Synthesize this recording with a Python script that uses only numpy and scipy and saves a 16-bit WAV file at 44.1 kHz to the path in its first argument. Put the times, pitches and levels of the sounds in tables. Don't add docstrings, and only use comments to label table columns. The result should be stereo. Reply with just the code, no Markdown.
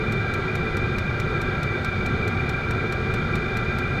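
import sys
import numpy as np
from scipy import signal
from scipy.fft import rfft, irfft, next_fast_len
from scipy.io import wavfile
from scipy.ndimage import uniform_filter1d, map_coordinates

SR = 44100
rng = np.random.default_rng(int(sys.argv[2]) if len(sys.argv) > 2 else 0)


def int16_out(signal):
    q = np.round(np.clip(np.atleast_2d(signal).T, -1, 1) * 32767)
    wavfile.write(sys.argv[1], SR, q.astype(np.int16))


N = 176400

# f/Hz, level/dB per Hz
ROAR_SPECTRUM = [(10, -71), (20, -54.5), (40, -53), (60, -53), (100, -47.5), (140, -48), (185, -55),
                 (220, -53.5), (260, -57.5), (300, -68), (600, -82), (3500, -150)]
# t/s, gain/dB
ROAR_LEVEL = [(0, -1.5), (.09, 2.7), (.32, -2), (.63, 1), (.76, -.3), (.93, 1.5), (1.05, 0.5), (1.55, 0),
              (1.8, -1.5), (1.95, .2), (2.17, 2.8), (2.32, -1), (2.42, 3), (2.6, -3), (2.73, 1.2),
              (2.94, -1.5), (3.15, 1.5), (3.42, 1.3), (3.5, -1.5), (4, 1)]
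# f/Hz, level/dB per Hz
RUSH_SPECTRUM = [(100, -71.5), (350, -66), (700, -66.5), (900, -71), (1080, -72), (1260, -67.5),
                 (1480, -64), (1750, -73), (2170, -71.5), (2550, -84.5), (2850, -78.5), (3080, -82.5),
                 (4250, -83), (4780, -84.5), (4970, -90), (5250, -90), (5800, -95.5), (6800, -93.5),
                 (7100, -104), (8500, -106), (10300, -107), (11500, -110), (13200, -105.5), (13700, -113),
                 (14200, -145)]
# f/Hz, width/Hz, level/dB per Hz
HOSE_MODES = [(511, 35, -63), (767, 37, -62), (1179, 52, -62), (1369, 62, -55), (1588.6, 58.6, -56),
              (1979, 53, -62), (3248, 37, -73.5), (3606, 127, -69.5), (4044, 68, -78), (6460, 130, -93),
              (7830, 350, -100), (9020, 240, -103)]
# f/Hz, width/Hz, level/dB per Hz
HUM_MODES = [(370.6, 42.6, -52.5), (440, 33, -55.5)]
# t/s, gain/dB
HUM_SWELLS = [(0, 3), (.3, -2.5), (.39, 2.5), (.48, 1), (.9, 1.5), (1.05, -6), (1.2, 0.2), (1.41, 2),
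              (1.65, -3), (1.74, 3.5), (1.83, -4.5), (2.16, 1.5), (2.61, -2), (2.76, 1.5), (3.18, 1.5),
              (3.27, -4), (3.36, 0.5), (4, -1.5)]
# t/s, f/Hz, rms level/dB
WHISTLE_PATH = [(0, 2359, -33), (.45, 2355, -34.5), (.7, 2373, -34), (1.25, 2365, -35.5), (1.85, 2341, -34),
                (2.35, 2356, -33), (2.8, 2358, -34.5), (3.2, 2359, -35), (4, 2375, -33.5)]
# t/s from the stroke, level/dB, t60/s
STROKE_CONTACTS = [(-.0007, -9, 0.0038), (0, 1, 0.0044), (.001, -6, 0.041)]
# f/Hz, relative level/dB
TICK_COLOUR = [(300, -20), (1000, 4), (2600, 3), (3200, -4), (4100, 1), (4950, -8), (5500, -2.5),
               (6600, -11), (7050, -3.5), (7400, -14.5), (8100, -9), (8800, -20.5), (11000, -17),
               (11900, -14.5), (12400, -21), (13100, -13), (14000, -25), (15200, -39)]
# f/Hz, rms level/dB
BLOWER_TONES = [(598, -52.5), (968, -58.5), (1567, -53), (2394, -49)]
# f/Hz, side over mid/dB
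NOISE_SPREAD = [(25, -19), (65, -26.5), (125, -41.5), (210, -38.5), (290, -25.5), (560, -26), (800, -18),
                (1400, -23), (2150, -13), (2360, -27), (2550, -14), (2950, -16), (4200, -18), (4750, -8),
                (5400, -13), (6600, -4), (7400, -14), (9200, -4), (13000, -5)]
# f/Hz, side over mid/dB
TICK_SPREAD = [(3000, -20), (5500, -13), (7500, -10), (9500, -3.5), (11800, -7), (13500, -3)]
# f/Hz, left phase lead/rad, left minus right/dB
STEREO_LEAN = [(200, 0.024, 0), (1000, -.08, .1), (1300, -0.29, -0.5), (2150, -0.17, -.3),
               (2500, -0.71, .1), (2850, 0.019, -0.3), (3600, -0.38, .7), (4700, -0.081, 1.5),
               (5800, 0.06, -1.2), (6700, -.6, -1), (7200, 0, -.5)]


def burner():
    level_db, = curves(ROAR_LEVEL)
    roar = evened(turbulence(lambda hz: amp(along(ROAR_SPECTRUM, hz))), span_s=0.33)
    return roar * amp(level_db)


def air_rush():
    return turbulence(lambda hz: amp(along(RUSH_SPECTRUM, hz)))


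def hose(waver_db=1.0, waver_hz=6.03):
    swell_db, = curves(HUM_SWELLS)
    singing = resonant(HOSE_MODES) * amp(waver_db * wobble(waver_hz))
    hum = evened(resonant(HUM_MODES), span_s=.15) * amp(swell_db)
    return singing + hum


def whistle(width_hz=72):
    hz, db = curves(WHISTLE_PATH)
    band = turbulence(lambda f: (1 + ((f - hz.mean()) / width_hz) ** 2) ** -1.5)
    steady = evened(signal.hilbert(band), span_s=0.18)
    glide = np.exp(2j * np.pi * np.cumsum(hz - hz.mean()) / SR)
    return amp(db) * unit(np.real(steady * glide))


def fuel_pump(first_s=.1228, period_s=.215463, gain_db=-26.5, scatter_db=0.4, fresh_share=0.3):
    lead, size = SR // 500, SR // 20
    t = (np.arange(size) - lead) / SR
    power = sum((t >= s) * amp(db - 60 * np.maximum(t - s, 0) / t60) ** 2
                for s, db, t60 in STROKE_CONTACTS)
    ring = rng.standard_normal((2, size))
    ticks = np.zeros((2, N + SR))
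    for stroke_s in np.arange(first_s, N / SR, period_s):
        grain = np.sqrt(1 - fresh_share) * ring + np.sqrt(fresh_share) * rng.standard_normal((2, size))
        click = unit(grain * np.sqrt(power)) * np.sqrt(power.mean())
        start = round(stroke_s * SR) - lead
        ticks[:, start:start + size] += amp(gain_db + scatter_db * rng.standard_normal()) * click
    mid, side = filtered(ticks, lambda hz: causal(unit(amp(along(TICK_COLOUR, hz)))))
    return stereo(mid, side, TICK_SPREAD)


def blower_tones(drift_share=0.00126, flutter_db=3.5):
    motor_time = np.cumsum(1 + drift_share * wobble(5)) / SR
    return sum(amp(db) * unit(amp(flutter_db * wobble(12)) * np.sin(2 * np.pi * hz * motor_time))
               for hz, db in BLOWER_TONES)


def resonant(modes):
    def density(hz):
        return np.sqrt(sum(amp(db) ** 2 / (1 + ((hz - centre) / width) ** 2) ** 3
                           for centre, width, db in modes))
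    return turbulence(density)


def turbulence(density):
    mid, side = filtered(rng.standard_normal((2, N)) * np.sqrt(SR / 2), density)
    return stereo(mid, side, NOISE_SPREAD)


def stereo(mid, side, spread):
    side = filtered(side, lambda hz: amp(along(spread, hz)))
    return np.array([mid + side, mid - side])


def evened(x, span_s):
    power = np.mean(np.abs(x) ** 2, axis=0)
    size = int(span_s * SR)
    slow_power = np.abs(uniform_filter1d(uniform_filter1d(power, size), size))
    return x * np.sqrt(power.mean() / slow_power)


def amp(db):
    return 10 ** (np.asarray(db) / 20)


def unit(x):
    return x / np.sqrt(np.mean(x ** 2) + 1e-20)


def along(points, hz):
    f, values = np.transpose(points)
    return np.interp(np.log(hz + 1), np.log(f + 1), values)


def curves(rows):
    times, *columns = np.transpose(rows)
    return [np.interp(np.arange(N) / SR, times, column) for column in columns]


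def wobble(rate):
    knots = rng.standard_normal(int(N * rate / SR) + 4)
    return map_coordinates(knots, [np.arange(N) * rate / SR])


def filtered(x, response):
    size = next_fast_len(N + SR // 2)
    return irfft(rfft(x, size) * response(np.fft.rfftfreq(size, 1 / SR)), size)[..., :N]


def causal(gain):
    cepstrum = irfft(np.log(np.maximum(gain, 1e-6)))
    half = len(cepstrum) // 2
    cepstrum[1:half] *= 2
    cepstrum[half + 1:] = 0
    return np.exp(rfft(cepstrum))


def scene():
    return burner() + air_rush() + hose() + whistle() + blower_tones() + fuel_pump()


def record(dry, top_hz=15400):
    lean = np.array(STEREO_LEAN)
    lead_rad, balance_db = lean[:, :2], lean[:, ::2]
    split = np.array([[.5], [-.5]])
    pair = filtered(dry, lambda hz: np.exp(1j * split * along(lead_rad, hz))
                    * amp(split * along(balance_db, hz)))
    return filtered(pair, lambda hz: hz < top_hz)


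dry = scene()
out = record(dry)
int16_out(out)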